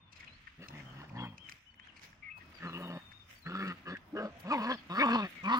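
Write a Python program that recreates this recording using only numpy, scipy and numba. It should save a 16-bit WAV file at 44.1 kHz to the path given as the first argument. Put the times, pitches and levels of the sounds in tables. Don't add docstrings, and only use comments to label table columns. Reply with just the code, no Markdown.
import sys
import numpy as np
from scipy import signal
from scipy.fft import next_fast_len
from scipy.io import wavfile
from scipy.ndimage import uniform_filter1d, minimum_filter1d
from numba import njit

SR = 44100
rng = np.random.default_rng(int(sys.argv[2]) if len(sys.argv) > 2 else 0)


def put_to_file(sound):
    columns = np.atleast_2d(sound).T
    safe = np.clip(columns, -1, 1)
    whole_steps = np.round(safe * 32767)
    wavfile.write(sys.argv[1], SR, whole_steps.astype(np.int16))


def boost_factor(decibels):
    exponent = np.asarray(decibels, float) / 20
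    return 10 ** exponent


N = 246519
TIME = np.arange(N) / SR

# [pitch_hz, density_db_per_hz]
YARD_SPECTRUM = [(25, -21.5), (40, -6), (52, -19), (82, -1.5), (120, -10.5), (228, -7), (446, -26.5),
                 (607, -18.5), (860, -22), (1150, -16.5), (2140, -26), (2910, -24), (3840, -45),
                 (4540, -33.5), (8650, -48.5), (16000, -85)]
YARD_DB = -63
# [time_s, change_db]
BREEZE = [(0, -6.5), (.3, -2), (.42, -12), (.6, -10.5), (.7, 7), (1.5, 0.5), (1.62, -13), (1.75, -4.5),
          (1.9, 1.5), (2.2, -2.5), (2.34, -10), (2.42, 3), (3.05, 2), (3.15, -5), (3.42, -10.5), (3.5, 5)]
# [time_s, change_db]
LEAF_HUSH = [(0, -7.5), (.11, -22), (.13, 3), (.6, 0), (.7, 7.5), (1.55, 2), (1.66, -13), (1.85, -22),
             (1.95, 5), (2.2, 0), (2.33, -7), (2.45, 5.5), (3.15, 5.5), (3.3, 5.5), (3.5, 4)]

# [start_s, length_s, first_hz, last_hz, level_db]
BIRD_SLIDES = [(0.0, .11, 3640, 3480, -72), (1.655, .055, 2970, 3000, -66), (1.715, .06, 3000, 2960, -78),
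               (1.875, .035, 3400, 2500, -62), (2.325, .06, 2570, 2550, -63),
               (2.385, .035, 2520, 2570, -68), (2.43, .07, 2560, 2530, -74), (2.535, .065, 4850, 4450, -69),
               (2.66, .065, 4180, 3930, -65), (2.815, .06, 3800, 3630, -66), (3.19, .05, 3700, 3560, -65),
               (3.345, .06, 4600, 4540, -73)]
# [start_s, length_s, rim_hz, turning_hz, level_db]
BIRD_BENDS = [
    (.26, .11, 4450, 3890, -68),
    (3.415, .08, 4400, 3960, -65),
    (2.92, .13, 3640, 3710, -68),
    (3.04, .15, 3690, 3590, -66),
]
# [start_s, length_s, first_hz, last_hz, level_db]
BIRD_DROPS = [
    (4.72, .09, 5350, 3600, -69),
    (1.695, .04, 4600, 4050, -82),
    (1.77, .085, 2970, 3450, -68),
]
# [start_s, length_s, rim_hz, turning_hz, level_db]
CHIRPS = [
    (.845, .075, 3010, 3100, -65),
    (1.172, .085, 3170, 3330, -58),
    (1.385, .1, 3000, 3200, -63),
]
NOTE_EDGE, NOTE_EDGE_DB = .22, -8

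# [loudest_s, length_s, level_db]
DUST = [(.19, 0.13, -74), (.42, 0.16, -76), (.68, 0.59, -66), (.95, 0.32, -71), (1.25, 0.28, -70),
        (1.51, 0.17, -64.5), (1.76, .05, -77), (2.04, 0.12, -60), (2.37, 0.06, -64.5), (2.52, 0.71, -68.5),
        (2.79, 0.4, -58), (3.32, 0.24, -59.5), (3.6, 0.58, -63.5), (4.08, 0.5, -71), (4.4, 0.063, -55.5),
        (4.58, 0.44, -61), (5.0, 0.52, -57.5), (5.3, 0.15, -58.5), (5.45, 0.066, -59), (5.59, 0.31, -50)]
# [loudest_s, length_s, thud_db, scrape_db, grit_db]
SCUFFS = [(.2, 0.43, -71, -57, -110), (.45, 0.7, -101, -61.5, -91), (.778, 0.15, -70, -54.5, -63.5),
          (1.036, 0.025, -52.5, -80, -74), (1.15, 0.22, -54, -90, -92), (1.49, 0.32, -73.5, -57.5, -66),
          (1.85, 0.3, -84, -59.5, -84), (2.03, 0.17, -66, -54.5, -59.5), (2.4, 0.14, -95, -61, -85),
          (2.58, 0.52, -74, -56, -92), (3.0, 0.62, -76, -63.5, -90), (3.31, 0.17, -65, -54, -62),
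          (3.46, 0.03, -57, -58, -84), (3.78, 0.29, -86, -59.5, -99), (3.97, 0.0099, -75, -47, -90),
          (4.08, 0.074, -68, -83, -92), (4.41, 0.99, -66, -58, -72.5), (4.8, 1, -75, -59.5, -94),
          (5.3, 1, -65.5, -53, -74), (5.44, 0.026, -61, -58, -57.5)]
STROKE_RISE, STROKE_DROP_DB = 0.33, 21.5
# [loudest_s, peak_db, pitch_hz, treble_db, length_ms]
TICKS = [(.128, -55.5, 2660, -2, 8.2), (.166, -58, 2610, -1, 13), (.205, -51.5, 2210, -9.5, 10.6),
         (0.233, -50.5, 1910, -30, 13), (.246, -56, 2700, -4, 2.5), (0.28, -49, 2540, -45, 11),
         (0.475, -44.5, 1845, -37, 6.1), (.686, -47, 2660, 1.5, 2), (.708, -50, 940, -25, 5.4),
         (.803, -46, 2110, -26, 5.8), (1.095, -54.5, 2400, -13, 3.9), (1.381, -46.5, 2570, -7, 2.6),
         (1.489, -44.5, 2370, -25, 1.3), (1.496, -42, 1840, -0.5, 1.3), (1.517, -47.5, 2000, -9, 2.5),
         (1.522, -43, 2360, -6.5, 1.7), (1.743, -57.5, 1970, -14, 1.5), (1.798, -45.5, 1800, -24, 1.5),
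         (1.873, -49, 1590, -15, 1.5), (1.97, -52, 2320, -9, 10), (1.995, -49, 2270, -5.5, 1.4),
         (2.039, -58.5, 2270, -1, 21), (2.13, -51.5, 1690, -17, 2), (2.381, -54, 960, -16, 15),
         (2.415, -54, 1900, -26, 15), (3.122, -57, 2230, -9, 7.5), (3.12, -54.5, 1750, -27, 6.5),
         (3.681, -55, 2930, 0.5, 2.8), (4.402, -56, 695, -2, 5)]

# [start_s, length_s, first_hz, last_hz, level_db]
SQUEAKS = [
    (2.222, 0.081, 2340, 2108, -52),
    (2.298, 0.031, 2570, 2570, -52),
    (5.352, .08, 2350, 2080, -55),
]
# [start_s, length_s, rim_hz, turning_hz, level_db]
WHINES = [
    (2.2, .2, 1160, 1290, -68),
    (4.295, .12, 675, 695, -64),
]
# [start_s, length_s, first_hz,
# last_hz, level_db]
GAPES = [(2.595, 0.084, 1730, 1770, -50), (2.73, 0.056, 2750, 2890, -49.5), (2.8, 0.15, 2900, 2920, -59.5),
         (2.72, 0.31, 1790, 1760, -60.5), (2.965, 0.037, 1800, 1840, -70), (3.456, 0.031, 1770, 1780, -46),
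         (3.5, 0.064, 2750, 2720, -60), (3.57, .17, 1700, 1840, -47.5), (3.6, 0.079, 2290, 2340, -55),
         (3.85, 0.12, 1700, 1710, -48.5), (3.935, 0.043, 1726, 1660, -47), (4.125, 0.091, 250, 522, -38.5),
         (4.155, 0.072, 1580, 1560, -45.5), (4.16, 0.041, 2990, 2680, -55), (4.2, 0.089, 534, 614, -44),
         (4.46, 0.026, 2580, 2550, -56), (4.5, 0.067, 1254, 837, -30.5), (4.505, 0.046, 2560, 2420, -40.5),
         (4.53, 0.046, 2160, 2100, -46.5), (4.6, 0.1, 2660, 2550, -55), (4.66, 0.091, 1685, 1680, -40),
         (4.7, 0.034, 3470, 3200, -45.5), (4.945, 0.061, 1690, 1950, -43), (4.985, 0.0535, 2080, 2400, -33),
         (4.995, 0.04, 1770, 1670, -31.5), (4.99, 0.034, 3550, 3680, -45), (5.01, 0.043, 2530, 2870, -40),
         (5.07, 0.068, 1620, 1590, -42), (5.1, 0.081, 2540, 2630, -51.5), (5.18, 0.032, 3630, 3700, -51.5),
         (5.2, 0.064, 2580, 2400, -48), (5.23, 0.049, 1790, 1800, -46), (5.435, 0.058, 2510, 2310, -43.5),
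         (5.48, 0.08, 1940, 1930, -41.5), (5.52, 0.044, 3510, 3560, -50),
         (0.732, 0.082, 1890, 2260, -58), (0.974, 0.1, 1360, 1460, -61), (1.143, 0.059, 1770, 1810, -56),
          (1.174, 0.091, 1400, 1460, -56), (1.177, .12, 2150, 1970, -61), (1.18, 0.052, 2800, 2830, -58),
          (1.244, 0.054, 2530, 2540, -63.5), (2.776, .21, 600, 580, -52), (2.74, 0.26, 940, 830, -56)]
# [time_s, length_s, change_db]
SURGES = [(2.66, 0.039, 6.5), (2.685, .012, 4), (2.75, 0.038, 5.5), (2.852, 0.031, 7.5),
          (3.492, 0.0088, 12), (3.51, 0.0057, -3), (3.523, 0.0077, 12), (3.535, 0.0044, -5),
          (3.55, 0.0088, 11), (3.58, 0.012, -4), (3.605, 0.0058, -3), (4.963, 0.0055, 3.5),
          (4.968, 0.0044, -20), (4.977, 0.0074, 5), (5.013, 0.02, -8), (5.032, 0.011, 4), (5.049, 0.015, 8),
          (5.064, 0.0049, 0), (5.07, 0.005, 12), (5.091, 0.0068, 14), (5.133, .008, 4),
          (5.159, 0.0044, 9.5), (5.17, 0.012, 6), (5.188, 0.0047, 9), (5.452, 0.0078, -1),
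          (5.477, .006, 2.5), (5.516, 0.0091, 4), (5.534, 0.0034, -3), (5.54, .005, 7.5), (5.578, 0.004, 0)]

# [time_s, chest_hz, chest_db, rasp_db, mouth_hz]
RUMBLES = [
    [(.68, 120, -57, -72, 965), (.742, 155.4, -50.5, -63, 915), (.782, 141.9, -50, -58, 880),
     (.882, 126.1, -54.5, -81, 920), (1.01, 139.5, -51, -54, 990), (1.066, 152, -59, -69, 1050),
     (1.12, 119.9, -50, -97, 1037)],
    [(1.1, 124.6, -71, -52.5, 1000), (1.128, 106.6, -48, -65, 940), (1.176, 123, -45.5, -47, 910),
     (1.236, 123.4, -44.5, -46, 940), (1.36, 90, -59, -67, 910)],
]
# [time_s, chest_hz, chest_db, rasp_db, mouth_hz]
GROWLS = [
    [(2.6, 151.2, -64, -64, 1350), (2.625, 158.6, -51, -50.5, 1330), (2.654, 172, -43, -48.5, 1270),
     (2.712, 156.8, -47.5, -52, 1210), (2.75, 168.5, -43.5, -50.5, 1175), (2.864, 177.3, -44.5, -53, 1190),
     (2.975, 172, -44.5, -54.5, 1067), (3.0, 167, -79, -67, 1177)],
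    [(3.447, 145.2, -74, -58, 1400), (3.468, 154.2, -39, -45, 1350), (3.498, 174.3, -43.5, -45.5, 1350),
     (3.626, 197.9, -39.5, -41.5, 1306), (3.714, 175.5, -41, -39.5, 1296), (3.76, 159.9, -69, -73, 1320)],
    [(3.85, 179.8, -66, -69, 1200), (3.88, 176.3, -46, -42, 1200), (3.942, 185.4, -46, -52, 1190),
     (3.98, 189, -89, -98, 1200)],
    [(4.12, 188.7, -57, -99, 1230), (4.162, 209.7, -47.5, -43, 1240), (4.252, 212.8, -39.5, -45, 1230),
     (4.31, 198, -64, -60, 1160)],
]
# [time_s, chest_hz, chest_db, rasp_db, mouth_hz]
BARKS = [
    [(4.438, 160.2, -49.5, -56, 994), (4.474, 188.6, -40, -46, 1060), (4.532, 306.1, -37, -32.5, 914),
     (4.562, 261.2, -37.5, -40.5, 870), (4.61, 206.9, -39, -40, 1020), (4.715, 260, -36, -33, 1023),
     (4.762, 196, -45.5, -49, 1060)],
    [(4.893, 165.8, -45, -41, 1060), (4.94, 188.7, -42.5, -38.5, 1160), (4.96, 195.4, -47.5, -33.5, 1200),
     (4.985, 225.8, -35.5, -30, 1234), (5.022, 310.6, -34.5, -30.5, 1050), (5.07, 233, -32.5, -37, 1135),
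     (5.15, 245.5, -32.5, -30, 1053), (5.2, 208.6, -36.5, -38, 1100), (5.252, 199.8, -38.5, -44.5, 1200),
     (5.278, 161, -55, -51, 1230)],
    [(5.43, 177, -44, -49.5, 1100), (5.456, 194.6, -37.5, -34, 1087), (5.538, 250.9, -34.5, -29.5, 1074),
     (5.59, 238.4, -37.5, -27, 1164)],
]
# [time_s, chest_hz, chest_db, rasp_db, mouth_hz]
YELPS = [
    [(.58, 136.1, -55, -91, 1240), (.626, 186.2, -49, -59.5, 1240), (.67, 219.4, -72, -60, 1320)],
]
# [partials_db, throat_db, muzzle_db, muzzle_hz]
RUMBLE_POSES = [(-5, -12.5, -2.5, 1800), (0.5, -12, -13, 1820)]
GROWL_POSES = [(-3.5, -11, -6.5, 1715), (-7.5, -16, -9.5, 1630), (0, -7, -5.5, 1660),
               (-7.5, 0.5, -14, 1440)]
BARK_POSES = [(-13.5, -5.5, -10, 1620), (-10.5, -11, -9, 1620), (-22.5, -14.5, -13.5, 1740)]
YELP_POSES = [(-1.5, -6.5, 3.5, 1790)]
# [multiple, level_db]
RUMBLE_LINES = [(1.5, -2), (2, -3), (2.5, -9), (.5, -18)]
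GROWL_LINES = [(1.5, -4), (2, -7), (2.5, -13), (.5, -20)]
BARK_LINES = [(2, 1.5), (3, -11), (4, 0)]
# [pitch_hz, width_hz, level_db]
MUZZLE = [(2740, 420, -4), (3500, 440, -8.5), (4260, 740, -10.5), (6930, 1700, -19.5)]
THROAT_HZ, MOUTH_WIDTH_HZ = 544, 245
THROAT_LIFT_DB = 5
PARTIAL_DRIFT = .15
PARTIALS_SHARE, THROAT_SHARE, MUZZLE_SHARE = 0.16, 0.31, 0.67

# [time_s, lag_ms]
DOG_LAG = [(0, 0.1), (1.2, 0.15), (2.8, 0.14), (4.0, 0.16), (4.6, 0.16), (5.6, 0.21)]
# [delay_ms, level_db]
ECHOES = [(3.1, -9.5), (7.3, -20), (13.0, -16.5), (23.0, -13), (41.0, -62), (67.0, -15)]
# [pitch_hz, threshold_db]
THRIFT = [(2800, -8), (3600, -2), (5000, -.6), (7000, 1), (9000, 1.8), (15000, 1.9)]
TOP_HZ = 15790


def unit(x):
    return x / np.sqrt(np.mean(x ** 2) + 1e-18)


@njit
def svf(x, hz, width):
    y, b, l = np.empty(len(x)), 0., 0.
    for i in range(len(x)):
        g, k = np.tan(np.pi * hz[i] / SR), width / hz[i]
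        v = (b + g * (x[i] - l)) / (1 + g * (g + k))
        b, l, y[i] = 2 * v - b, l + 2 * g * v, k * v
    return y


def band(x, hz, width_hz):
    hz = np.clip(hz * np.ones(len(x)), 10, .45 * SR)
    return svf(svf(x, hz, 1.075 * width_hz), hz, 1.075 * width_hz)


def walk(rate_hz, n=N):
    k = int(SR / rate_hz)
    held = np.repeat(rng.standard_normal(n // k + 1), k)
    return 1.3 * uniform_filter1d(uniform_filter1d(held, k), k)[:n]


def play(tables, sound, fade_s=0.0024, drive=None):
    out = np.zeros(N)
    for table in tables:
        s, *columns = np.transpose(table)
        a, b = int(s[0] * SR), min(int(s[-1] * SR), N)
        t = TIME[a:b]
        fade = np.clip(np.minimum(t - s[0], s[-1] - t) / fade_s, 0, 1)
        curves = [np.interp(t, s, c) for c in columns]
        if drive is not None:
            curves.append(drive[a:b])
        out[a:b] += fade * sound(*curves)
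    return out


def even(u):
    return u


def bend(u, turn=.38):
    return np.sin(np.pi * u ** (np.log(.5) / np.log(turn))) ** 2


def note_curves(rows, shape):
    u = np.linspace(0, 1, num=17)
    edge_db = NOTE_EDGE_DB * (1 - np.clip(np.minimum(u, 1 - u) / NOTE_EDGE, 0, 1)) ** 2
    return [np.transpose([s + u * length, first + (last - first) * shape(u), db + edge_db])
            for s, length, first, last, db in rows]


def strokes(rows):
    power = 1e-13
    for s, length, *db in rows:
        away = np.maximum((s - TIME) / STROKE_RISE, TIME - s) / length
        power = power + boost_factor(2 * (np.array(db)[:, None] - STROKE_DROP_DB * away))
    return 10 * np.log10(power)


def tone(hz, db, wobble=0.015, flutter_db=9.0):
    n = len(hz)
    phase = 2 * np.pi * np.cumsum(hz * (1 + wobble * walk(71.4, n))) / SR
    return np.sqrt(2) * boost_factor(db + flutter_db * walk(69.0, n)) * np.sin(phase)


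def spaced(x, lag_ms, left_db, wet_db, shade_db=-47.0):
    late = np.interp(TIME - lag_ms / 1000, TIME, x)
    late = late + boost_factor(shade_db) * band(late, 2770.0, 2350.0)
    out = np.array([late * boost_factor(left_db / 2), x * boost_factor(-left_db / 2)])
    reflected = band(x, 3840.0, 4000.0)
    for side, skew in zip(out, (.93, 1.08)):
        for ms, db in ECHOES:
            k = int(ms * skew * SR / 1000)
            side[k:] += boost_factor(db + wet_db) * reflected[:-k]
    alike = signal.lfilter(*signal.butter(1, 170., fs=SR), out[0] - out[1]) / 2
    return out - alike * np.array([[1], [-1]])


def yard():
    out, swell = 0, walk(3.7)
    f, level_db = np.transpose(YARD_SPECTRUM)
    breeze_db = np.interp(TIME, *np.transpose(BREEZE))
    leaves_db = np.interp(TIME, *np.transpose(LEAF_HUSH))
    for hz in 25 * 2 ** np.arange(0, 9.4, 1 / 3):
        mid, side = (band(rng.standard_normal(N), hz, hz / 4) for _ in range(2))
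        db = np.interp(np.log(hz), np.log(f), level_db) + 1.5 * swell + 2.5 * walk(7)
        db += breeze_db * np.exp(-np.log(hz / 450.0) ** 2 / 1.5) + leaves_db * (hz > 3300)
        spread = np.clip(0.073 + hz / 1600.0, 0, 1)
        out = out + boost_factor(db) * (mid + spread * side * np.array([[1], [-1]]))
    return unit(out) * boost_factor(YARD_DB + 4.0)


def chirp(hz, db):
    air = unit(band(rng.standard_normal(len(hz)), hz, .07 * hz.mean()))
    return tone(hz, db - 1.5, .007, 2.5) + boost_factor(db - 5) * air


def whistles():
    clear = note_curves(BIRD_SLIDES, even) + note_curves(BIRD_BENDS, bend)
    clear += note_curves(BIRD_DROPS, lambda u: u ** 2.0)
    clear_song = play(clear, lambda hz, db: tone(hz, db - 2, .003, 2.0), fade_s=.012)
    return clear_song + play(note_curves(CHIRPS, bend), chirp)


def hedge(x, t60_s=.3, wet_db=-7.0):
    t = TIME[:SR // 3]
    tail = rng.standard_normal(len(t)) * boost_factor(-60 * t / t60_s)
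    return x + boost_factor(wet_db) * signal.fftconvolve(x, tail / np.linalg.norm(tail))[:N]


def grains(n, spread_db):
    return rng.standard_normal(n) * boost_factor(spread_db * walk(400, n))


def dust():
    hiss = grains(N, 3.7)
    low, high = unit(band(hiss, 12500.0, 11000.0)), unit(band(hiss, 15500.0, 6000.0))
    return boost_factor(strokes(DUST)[0]) * unit(low + boost_factor(-3) * high)


def scuff(thud_db, scrape_db, grit_db):
    grit = grains(len(thud_db), 2.5)
    parts = (thud_db, 620., 600.), (scrape_db, 2100., 1700.), (grit_db, 5200., 2600.)
    return sum(boost_factor(db) * unit(band(grit, hz, width)) for db, hz, width in parts)


def ticks():
    out, t = np.zeros(N), TIME[:SR // 10] - .04
    for s, db, hz, treble_db, ms in TICKS:
        noise = rng.standard_normal(len(t))
        swell = np.exp(-(t / (ms / 1000 * np.where(t < 0, .8, 1.2))) ** 2)
        ring = 0.61 * np.sin(2 * np.pi * hz * t) + 0.61 * unit(band(noise, hz, 620.0 + 940.0 / ms))
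        crack = boost_factor(treble_db) * unit(band(noise, 4260.0, 3300.0))
        out[int((s + t[0]) * SR):][:len(t)] += boost_factor(db) * swell * (ring + crack)
    return out


def squeak(hz, db):
    air = boost_factor(db - 6) * unit(band(rng.standard_normal(len(hz)), hz - 100, 400.0))
    return tone(hz, db, .004, 1.2) + tone(hz - 240, db - 6, .006, 2.0) + air


def gape(hz, db, puffs):
    n = len(hz)
    breath = puffs * boost_factor(2.0 * walk(80, n)) * rng.standard_normal(n)
    return boost_factor(db) * unit(band(breath, hz, 60 + .08 * hz.mean()))


@njit
def folds(hz, stretch, size):
    pulses, gate, turns, p, k = np.zeros(len(hz) + 1), np.empty(len(hz)), np.empty(len(hz)), 0., 0
    for i in range(len(hz)):
        step = hz[i] * stretch[k] / SR
        p += step
        if p >= 1:
            p, k = p - 1, k + 1
            pulses[i] += size[k] * p / step
            pulses[i + 1] += size[k] * (1 - p / step)
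        gate[i], turns[i] = size[k] * (.25 + np.sin(np.pi * p) ** 2), k + p
    return pulses[:-1], gate, turns


def voice(hz, tone_db, lines_db, throat_db, mouth_db, mouth_hz, muzzle_db, muzzle_hz,
          lines, rough, limp_db, smear_db):
    n = len(hz)
    stretch, strength = rng.standard_normal((2, n // 60))
    limp = limp_db * (-1.) ** np.arange(n // 60)
    size = boost_factor(2.0 * strength + limp)
    pulses, puff, turns = folds(hz * (1 + .015 * walk(30, n)), 1 + .03 * stretch, size)
    breath = unit(puff * rng.standard_normal(n))
    source = np.sqrt(1 - rough) * unit(pulses) + np.sqrt(rough) * breath

    def ring(f, width):
        return unit(band(boost_factor(1.8 * walk(70, n)) * source, f, width))

    muzzle = ring(muzzle_hz, 188.0)
    for f, width, db in MUZZLE:
        muzzle = muzzle + boost_factor(db + 2.55 * walk(27.2, n)) * ring(f * (1 + 0.021 * walk(17, n)), width)
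    chest = boost_factor(tone_db + 1.9 * walk(70, n)) * np.sin(2 * np.pi * turns)
    smear = smear_db * np.clip(hz / 60 - 2, .3, 1)
    upper = 0
    for k, db in lines:
        lift_db = THROAT_LIFT_DB * np.exp(-((k * hz - THROAT_HZ) / 93.0) ** 2)
        level = boost_factor(db + lift_db + smear * walk(106.6, n))
        upper = upper + level * np.sin(2 * np.pi * k * turns + PARTIAL_DRIFT * smear * walk(44.6, n))
    cavities = boost_factor(throat_db) * ring(THROAT_HZ, 186.0) + boost_factor(mouth_db) * ring(mouth_hz, MOUTH_WIDTH_HZ)
    return np.sqrt(2) * (chest + boost_factor(lines_db) * upper) + cavities + boost_factor(muzzle_db) * unit(muzzle)


def calls(tables, poses, lines, rough, limp_db, smear_db):
    out = 0
    for table, (partials_db, throat_db, muzzle_db, muzzle_hz) in zip(tables, poses):
        def call(hz, chest, rasp, mouth_hz):
            mix = lambda share: chest + share * (rasp - chest)
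            return voice(hz, chest, mix(PARTIALS_SHARE) + partials_db, mix(THROAT_SHARE) + throat_db,
                         rasp, mouth_hz, mix(MUZZLE_SHARE) + muzzle_db, muzzle_hz,
                         lines, rough, limp_db, smear_db)
        out = out + play([table], call)
    return out


def puppies():
    rumbles = calls(RUMBLES, RUMBLE_POSES, RUMBLE_LINES, rough=.45, limp_db=1.6, smear_db=6.0)
    growls = calls(GROWLS, GROWL_POSES, GROWL_LINES, rough=.33, limp_db=2.0, smear_db=5.0)
    barks = calls(BARKS, BARK_POSES, BARK_LINES, rough=.2, limp_db=.8, smear_db=2.4)
    yelps = calls(YELPS, YELP_POSES, GROWL_LINES, rough=.75, limp_db=1.8, smear_db=6.0)
    surge_db = sum(db * np.exp(-((TIME - s) / length) ** 2) for s, length, db in SURGES)
    mouths = (boost_factor(surge_db) - 1) * band(growls + barks, 953.0, 700.0)
    chest = signal.hilbert(band(rumbles + growls + barks, 200., 220.), next_fast_len(N))[:N]
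    puffs = .2 + (1 + np.cos(np.angle(chest))) ** 2 / 2
    gapes = play(note_curves(GAPES, even), gape, fade_s=0.01, drive=puffs)
    whines = play(note_curves(WHINES, bend), lambda hz, db: tone(hz, db, flutter_db=2.5))
    return rumbles + growls + barks + mouths + yelps + whines + gapes


def scene():
    birds = spaced(hedge(whistles()), lag_ms=0.42, left_db=20.5, wet_db=4.5)
    near_ground = np.array([scuff(*strokes(SCUFFS)) + boost_factor(-5.5) * dust() for _ in range(2)])
    leaves = spaced(boost_factor(-0.5) * dust(), lag_ms=0.1263, left_db=3.5, wet_db=-30.0)
    claws = spaced(ticks(), lag_ms=.42, left_db=9.5, wet_db=0.0)
    squeaks = play(note_curves(SQUEAKS, even), squeak, fade_s=0.004)
    squeaks = spaced(squeaks, lag_ms=0.39, left_db=12.5, wet_db=6.0)
    dog_lag_ms = np.interp(TIME, *np.transpose(DOG_LAG))
    dogs = spaced(puppies(), dog_lag_ms, left_db=0.05, wet_db=3.0, shade_db=1.5)
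    return yard() + birds + near_ground + leaves + claws + squeaks + dogs


def thin(x):
    frames = dict(fs=SR, window="cosine", nperseg=2048, noverlap=1024)
    lead = 242
    hz, _, z = signal.stft(np.pad(x, ((0, 0), (lead, 0))), **frames)
    power = uniform_filter1d(np.abs(z) ** 2, size=2, axis=2)
    patch = uniform_filter1d(power, size=6, axis=1)
    around = minimum_filter1d(uniform_filter1d(power, size=40, axis=1), size=20, axis=1)
    bar = boost_factor(2 * np.interp(hz, *np.transpose(THRIFT), left=-99))[:, None]
    return signal.istft(z * (patch > bar * around), **frames)[1][:, lead:lead + N]


def top_cut(x):
    return signal.sosfilt(signal.butter(12, 16360, fs=SR, output="sos"), x)


def record(dry):
    low_pass = signal.ellip(10, .2, 70, TOP_HZ, fs=SR, output="sos")
    mix = signal.sosfilt(low_pass, thin(dry))
    return top_cut(mix)


dry = scene()
out = record(dry)
put_to_file(out)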